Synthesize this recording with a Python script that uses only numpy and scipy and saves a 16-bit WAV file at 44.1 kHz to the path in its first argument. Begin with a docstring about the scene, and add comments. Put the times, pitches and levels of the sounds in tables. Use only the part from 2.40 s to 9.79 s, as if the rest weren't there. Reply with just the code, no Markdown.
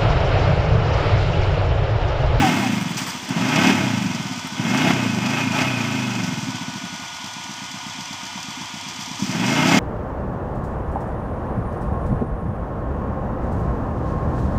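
"""A quad's single-cylinder four-stroke is blipped several times in a mud hole, sinks to idle and revs again.
Exhaust and intake strokes thump through muffler and airbox; case and belt drive clatter with speed.
The wet belt chirps at the start, and a cooling fan rushes and whines underneath.
Water sloshes, thrown mud patters back, and a hollow low-mid rush swells and fades behind it all."""
import sys
import numpy as np
from scipy import signal
from scipy.fft import rfft, irfft, next_fast_len
from scipy.io import wavfile

SR = 44100
rng = np.random.default_rng(int(sys.argv[2]) if len(sys.argv) > 2 else 0)


def materialize(psi):
    """Save the field psi as 16-bit PCM at rate SR to the path in sys.argv[1].

    A 1-D psi becomes a single channel; in a 2-D psi each row is a channel.
    """
    bounded = np.clip(np.atleast_2d(psi).T, -1, 1)
    quanta = np.round(bounded * 32767).astype(np.int16)
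    wavfile.write(sys.argv[1], SR, quanta)


N = 325899
TIME = np.arange(N) / SR
BINS = next_fast_len(N)
HZ = np.maximum(np.arange(BINS + 1) * SR / (2 * BINS), 1)
CRUISE_SPEED, FULL_SPEED = 30, 65   # all speeds are in engine cycles/s


# throttle blips: (open t/s, shut t/s, target speed/(cycles/s), coasting time constant/s)
THROTTLE_BLIPS = [(.859, 1.311, 65.0, .564), (2.144, 2.506, 63.7, .667), (2.815, 3.02, 47.5, .493),
                  (3.116, 3.225, 74.5, 1.05), (3.372, 3.803, 17.3, .684), (6.767, 7.45, 52.6, .6)]

def flywheel(start_speed=48.265, coast_aim=4.148, spin_up_s=.624, first_coast_s=.483):
    """Speed chases the throttle, then coasts to idle. Gives speed, open or shut, and opening (0-1)."""
    idle = 8.021 + .202 * np.cos(2 * np.pi * .787 * (TIME - 5.555))   # the idle hunts slowly
    speed, is_open, opening = np.full(N, start_speed), np.zeros(N), np.zeros(N)
    moves = [(0.0015, coast_aim, first_coast_s)]
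    for opens, shuts, aim, coast_s in THROTTLE_BLIPS:
        moves += [(opens, aim, spin_up_s), (shuts, coast_aim, coast_s)]
        held = (TIME >= opens) & (TIME < shuts)
        is_open[held], opening[held] = 1, min(aim / FULL_SPEED, 1)
    for s, aim, seconds in moves:
        at = min(int(s * SR), N - 1)
        speed[at:] = np.maximum(idle[at:], aim + (speed[at] - aim) * np.exp(-TIME[:N - at] / seconds))
    return speed, is_open, opening


# punch of the gas pulses: (speed/(cycles/s), shut level/dB, wide-open level/dB, late-pulse share 0-1)
PUNCH_BY_SPEED = [(7.86, -40.5, -29, .1), (12, -34.5, -22, 0.1), (17.7, -29, -24.5, 0.2),
                  (24.1, -23, -20.5, 1), (29.6, -21, -23, 1), (32.8, -19, -15, 0.24),
                  (41, -19.5, -13, 0.42), (48, -9.5, -12, .25)]
# weak firing on the run-down: (t/s, dip/dB, half length/s)
WEAK_SPELLS = [(0.822, 3.5, 0.087), (4.694, 11, 0.11)]

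def effort(speed, burn, load):
    """Gas pulse level in dB, softened by belt load and weak firing, and the share of late pulses."""
    speeds, *columns = np.transpose(PUNCH_BY_SPEED)
    shut_db, open_db, late = (np.interp(speed, speeds, c) for c in columns)
    weak_db = sum(dip * np.exp(-((TIME - s) / half) ** 2) for s, dip, half in WEAK_SPELLS)
    return (1 - burn) * shut_db + burn * open_db - 3.5 * load ** 2 - weak_db, late


# gas pulses of one cycle: (place/cycles, push with throttle shut, push added by full throttle)
GAS_PULSES = [(-.06, 1., -.35), (.055, .55, -.55), (.2, .45, -.45), (.32, 0., .75), (.535, 0., .55)]
# boomy body of muffler and airbox: (f/Hz, level/dB)
PIPE_EQ = [(25, -39.5), (55, -38), (75, -15), (105, -1), (180, 4), (260, 2), (310, -1.5), (380, -15.5),
           (470, -54), (900, -52.5)]
# their resonances: (f/Hz, width/Hz, boost/dB)
PIPE_PEAKS = [(123, 25, 1.5), (163, 29, 3.5), (196.4, 48, 5.5), (256, 29, 5)]

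def exhaust(crank, speed, throttle, effort_db):
    """Gas pulses ring the pipes; an open throttle adds pulses later in the cycle."""
    pulses, power = 0, 0
    for place, shut, added in GAS_PULSES:
        push = shut + added * throttle
        pulses = pulses + push * once_a_cycle(crank, place, spread_db=1, jitter_s=.0001)
        power = power + push ** 2
    # each pulse trails a turbulent puff: burbling with the throttle shut, cleaner when open
    puffs = lag(np.abs(pulses), .014) * rng.standard_normal(N)
    turbulence = .33 - .2 * np.clip(throttle, 0, 1)
    # the muffler sings briefly ahead of each main pulse
    ringing = resonate(once_a_cycle(crank, .62, spread_db=4, jitter_s=.0002), hz=262, width=26)
    strength = np.sqrt(power * speed)
    gas = rms_one(pulses / strength) + turbulence * rms_one(puffs / strength)
    gas += .046 * rms_one(ringing / np.sqrt(speed))
    return colour(gas * from_db(effort_db), PIPE_EQ, PIPE_PEAKS) / np.std(colour(gas, PIPE_EQ, PIPE_PEAKS))


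def drone(crank, speed, pipe_hz, width_hz):
    """Engine orders swell in turn as they glide through a pipe resonance."""
    orders = np.arange(2, 17)[:, None]
    gains = 1 / (1 + (2 * (orders * speed - pipe_hz) / width_hz) ** 2) ** 3.7
    partials = gains * np.cos(2 * np.pi * orders * (crank - .33))
    return np.sqrt(2) * partials.sum(axis=0) / np.sqrt((gains ** 2).sum(axis=0))


def pipes(crank, speed, burn, load, flow):
    """Muffler and airbox blend thump with two droning notes that come forward under load."""
    effort_db, late = effort(speed, burn, load)
    thump = exhaust(crank, speed, late * flow, effort_db)
    low_note = drone(crank, speed, pipe_hz=118.6, width_hz=69)
    upper_note = from_db(-6) * drone(crank, speed, pipe_hz=229, width_hz=58)
    capped = np.minimum(speed, CRUISE_SPEED), burn, load
    share = from_db(level_db(capped, cruise_db=-10, octave_db=6, throttle_db=-6, load_db=8.5))
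    hum = share * from_db(effort_db) * (low_note + upper_note)
    return (thump + hum) / np.sqrt(1 + share ** 2)


def clatter(crank, speed, knock_share, swell):
    """Valves, piston and drive knock at set places in the cycle, over rubbing that swells once a cycle."""
    places = (-.03, .12, .22, .31, .52, .72)
    knocks = sum(once_a_cycle(crank, place, spread_db=4, jitter_s=.00004) for place in places)
    rubbing = rng.standard_normal(N) * (1 + swell * np.cos(2 * np.pi * (crank - .15)))
    knocks = scatter(knocks / np.sqrt(speed), t60=.041, share=18)
    return rms_one(rubbing + knock_share * rms_one(knocks))


# broad ring of case, frame and covers: (f/Hz, level/dB)
CASE_EQ = [(60, -26), (200, 4.5), (350, 7.5), (480, -5), (640, 5.5), (900, -3), (1130, -0.5), (1400, 0.5),
           (1850, 1), (2600, -7), (3300, -0.5), (3800, -11), (4600, -28), (8000, -29.5)]
# their resonances: (f/Hz, width/Hz, boost/dB)
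CASE_PEAKS = [(674, 50, -1.5), (856, 80, 11), (960, 61, 8.5), (1291, 31, 10), (1526, 55, 7.5),
              (2137, 50, 9), (2616, 280, 9), (2916, 21, 10)]

def engine_case(crank, speed):
    """The clatter rings through case, frame and covers."""
    return rms_one(colour(clatter(crank, speed, knock_share=.63, swell=.11), CASE_EQ, CASE_PEAKS))


def piston_slap(crank):
    """A dull knock after each firing, heard mostly at idle."""
    knocks = scatter(once_a_cycle(crank, .1, spread_db=2.5, jitter_s=.0005), t60=.12, share=8.2)
    return from_db(-45.5) * rms_one(resonate(knocks, hz=950, width=120))


# singing modes of the belt housing: (f/Hz, width/Hz, relative level/dB)
HOUSING_MODES = [(1312, 81, -17), (2462, 41, -1), (2485, 29, -12), (2550, 19, 4)]

def belt_housing(crank, speed):
    """Friction in the drive makes the housing sing."""
    friction = clatter(crank, speed, knock_share=.41, swell=.34)
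    return rms_one(sum(from_db(db) * resonate(friction, hz, width) for hz, width, db in HOUSING_MODES))


# slips of the wet belt: (t/s, length/s, starting f/Hz, level/dB)
BELT_SLIPS = [(-.04, 0.16, 1073, -17.5), (.195, .11, 920, -27)]

def belt_chirps(end_hz=710, sag_s=.05):
    """Each slip of the wet belt swells, flutters and fades while its pitch sags."""
    chirps = 0
    for s, length, hz, db in BELT_SLIPS:
        age = np.clip(TIME - s, 0, length)
        pitch = end_hz + (hz - end_hz) * np.exp(-age / sag_s)
        envelope = from_db(db + 3 * drift(24)) * np.sin(np.pi * age / length) ** 2
        chirps = chirps + envelope * tone(pitch, waver=.018)
    return chirps


# water sloshing round the wheels: (t/s, level/dB, decay/s)
WHEEL_SLOSHES = [(.57, -31, 0.65), (.69, -39, .3), (1.87, -43, 1.5), (2.28, -36, 0.57), (3.52, -39, .7),
                 (3.835, -35, 0.49), (4.0, -40, .7), (6.6, -36.5, 0.72), (6.79, -34, 1.7),
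                 (7.06, -34, 0.77), (7.27, -30, 1.4)]
# bright, wet sizzle: (f/Hz, level/dB)
HISS_EQ = [(2500, -15.5), (3800, -4), (5000, 2.5), (5900, 3), (7600, -5), (9000, -12.5), (10600, -31),
           (12300, -17.5), (15000, -23)]

def wet_hiss(crank, speed, running_db, idle_db=-41):
    """The wet chain hisses even at idle; speed and sloshing water lift the hiss."""
    wetness = np.sqrt(from_db(running_db) ** 2 + from_db(idle_db) ** 2 + dying(WHEEL_SLOSHES) ** 2)
    return wetness * rms_one(colour(clatter(crank, speed, knock_share=.86, swell=.084), HISS_EQ))


# airy bed of the fan: (f/Hz, level/dB)
FAN_EQ = [(40, -38), (90, -2), (230, -8), (330, -8.5), (430, -30.5), (540, -17), (680, -11.5), (930, 0),
          (1350, -10.5), (1650, -8), (2600, -6.5), (3300, -4), (3950, -10.5), (5800, -9), (8000, -18),
          (10500, -33.5), (12500, -34), (15000, -52)]
# shroud and radiator resonances: (f/Hz, width/Hz, boost/dB)
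SHROUD_PEAKS = [(707, 65, 9), (965, 120, 5.5), (1226, 63, 9.5), (2080, 140, 6), (2396, 73, 8),
                (3070, 92, 6.5), (3386, 92, 8.5), (6080, 29, 13)]
# thin whine of the fan motor: (t/s, f/Hz, level/dB)
MOTOR_WHINE = [(0, 1480, -56), (1.8, 1486, -45), (4.2, 1480, -44), (4.7, 1450, -44.5), (5.1, 1462, -47.5),
               (6.2, 1442, -48.5), (6.7, 1440, -56), (7.39, 1460, -46)]

def cooling_fan():
    """Air rushes steadily through shroud and radiator while the motor whines."""
    rush = from_db(-34.5) * rms_one(colour(rng.standard_normal(N), FAN_EQ, SHROUD_PEAKS))
    whine_hz, whine_db = in_time(MOTOR_WHINE)
    return rush + from_db(whine_db) * tone(whine_hz, waver=.0027)


# clods landing: (t/s, relative level/dB, decay/s)
CLODS = [(.572, -18, 0.27), (.664, -21, 0.33), (.885, -21, .07), (1.635, -20, .025), (2.068, -16, 0.027)]
# wet smack of the mud: (f/Hz, level/dB)
MUD_EQ = [(500, -2), (1000, 8.5), (3000, 5.5), (6000, -11), (8000, 0), (10500, -16), (15000, -9)]

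def mud(thrown_db, drops_per_s=1100):
    """Small drops thrown by the wheels patter at random; big clods burst into a short spray."""
    shower = from_db(-33.5 - 14 * TIME)   # mud already in the air comes down and fades
    drops = rms_one(rng.standard_normal(N) * (rng.random(N) < drops_per_s / SR))
    bursts = lag(dying(CLODS), .005) * rng.standard_normal(N)
    return colour(drops * (from_db(thrown_db) + shower) + .5 * bursts, MUD_EQ)


# swells of the hollow rush: (t/s, level/dB)
HOLLOW_FADER = [(0, -39), (.7, -47.5), (1.3, -32.5), (1.9, -59), (2.5, -30.5), (3.1, -51), (4, -80),
                (6.7, -55), (7.39, -34)]
# its low-mid body: (f/Hz, level/dB)
HOLLOW_EQ = [(150, -44), (320, 10.5), (410, 0.5), (520, -2), (700, -8.5), (1500, -39)]

def hollow_rush():
    """A hollow low-mid rush around 320 Hz swells and fades in uneven surges."""
    surges = rng.standard_normal(N) * from_db(6.2 * drift(23))
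    return from_db(in_time(HOLLOW_FADER)[0]) * rms_one(colour(surges, HOLLOW_EQ))


def once_a_cycle(crank, place, spread_db, jitter_s):
    """A click whenever the crank passes a place in the cycle, each a little different."""
    at = np.flatnonzero(np.diff(np.floor(crank - place)) > 0)
    accent, timing = rng.standard_normal((400, 2))[:len(at)].T
    clicks = np.zeros(N)
    clicks[np.clip(at + (timing * jitter_s * SR).astype(int), 0, N - 1)] = from_db(spread_db * accent)
    return clicks


def scatter(x, t60, share):
    """Frame and plastic covers add a short tail of dense reflections."""
    tail = rng.standard_normal(SR // 20) * from_db(-60 * TIME[:SR // 20] / t60)
    return x + share * signal.fftconvolve(x, tail / np.sqrt(np.sum(tail ** 2)))[:N]


def colour(x, spectrum, peaks=()):
    """Minimum-phase EQ: a broad curve with resonances standing on it."""
    hz, db = np.transpose(spectrum)
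    level = np.interp(np.log(HZ), np.log(hz), db)
    for centre, width, height in peaks:
        level += height / (1 + (2 * (HZ - centre) / width) ** 2)
    cepstrum = irfft(np.log(from_db(level)))
    cepstrum[1:BINS] *= 2
    cepstrum[BINS + 1:] = 0
    return irfft(rfft(x, 2 * BINS) * np.exp(rfft(cepstrum)))[:N]


def resonate(x, hz, width):
    """One resonance with unity gain at its peak."""
    r = np.exp(-np.pi * width / SR)
    poles = [1, -2 * r * np.cos(2 * np.pi * hz / SR), r * r]
    return signal.lfilter(np.array([1, 0, -1]) * (1 - r * r) / 2, poles, x + 1e-18)


def level_db(state, cruise_db, octave_db, throttle_db, load_db):
    """A fader that follows octaves of speed from cruising, throttle and belt load."""
    speed, burn, load = state
    return cruise_db + octave_db * np.log2(speed / CRUISE_SPEED) + throttle_db * burn + load_db * load


def tone(hz, waver):
    """A wavering sine of unit power."""
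    return np.sqrt(2) * np.sin(2 * np.pi * np.cumsum(hz * (1 + waver * drift(90))) / SR)


def dying(rows):
    """Envelope of sudden hits, each falling 60 dB in its decay time."""
    return sum(from_db(db - 60 * np.maximum(TIME - s, 0) / decay) * (TIME >= s) for s, db, decay in rows)


def lag(x, seconds):
    """Follow a control with a time constant."""
    keep = np.exp(-1 / (seconds * SR))
    return signal.lfilter([1 - keep], [1, -keep], x + 1e-18)


def drift(rate):
    """Random wander with a spread of about 1."""
    return np.interp(TIME * rate, np.arange(8000), rng.standard_normal(8000))


def in_time(rows):
    """Each column of an automation curve at every sample."""
    s, *columns = np.transpose(rows)
    return [np.interp(TIME, s, c) for c in columns]


def from_db(db):
    """Decibels to gain."""
    return 10 ** (np.asarray(db) / 20)


def rms_one(x):
    """Scale to unit power."""
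    return x / np.sqrt(np.mean(x ** 2) + 1e-20)


# drag of the mud on the drive belt: (t/s, load 0-1)
MUD_DRAG = [(0, 0.24), (.85, 0), (1.1, 0.81), (1.75, 0.37), (2.2, 0), (2.45, 0.44), (2.9, .85), (3.35, 1),
            (3.7, 1), (3.9, 0.52), (4.4, 0.15), (7.39, 0.4)]
# the quad rocks away from the listener and back: (t/s, level/dB)
ROCKING_FADER = [(0, -1.5), (1.3, 0.1), (3.2, -0.3), (7.0, 0.47), (7.39, 1.5)]

def scene():
    """The flywheel times every pulse and knock and rides their levels; fan, mud and rush sit behind."""
    speed, is_open, opening = flywheel()
    crank = np.cumsum(speed) / SR
    burn, flow = lag(opening, .011), lag(is_open, .043)   # gas flow trails the throttle more than the burn
    load = in_time(MUD_DRAG)[0]
    state = speed, burn, load
    clatter_db = level_db(state, cruise_db=-22.5, octave_db=13, throttle_db=5.5, load_db=-2.5)
    housing_db = level_db(state, cruise_db=-16.5, octave_db=-1, throttle_db=-2.5, load_db=10)
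    hiss_db = level_db(state, cruise_db=-38.5, octave_db=12, throttle_db=5.5, load_db=-1.2)
    thrown_db = level_db(state, cruise_db=-45, octave_db=5, throttle_db=-8, load_db=0)
    quad = pipes(crank, speed, burn, load, flow)
    quad += from_db(clatter_db - 3.5) * engine_case(crank, speed)
    quad += from_db(clatter_db + housing_db) * belt_housing(crank, speed)
    quad += wet_hiss(crank, speed, hiss_db) + cooling_fan() + belt_chirps() + piston_slap(crank)
    quad *= from_db(in_time(ROCKING_FADER)[0])
    return (quad + hollow_rush() + mud(thrown_db))[None]


def record(dry):
    """Soft saturation rounds the peaks; a steep high cut sits at 15.2 kHz."""
    rounded = 1.6 * np.tanh(dry / 1.6)
    high_cut = np.clip((15200 - HZ) / 200 + 1, 0, 1)
    return irfft(rfft(rounded, 2 * BINS) * high_cut)[:, :N]


dry = scene()
out = record(dry)
materialize(out)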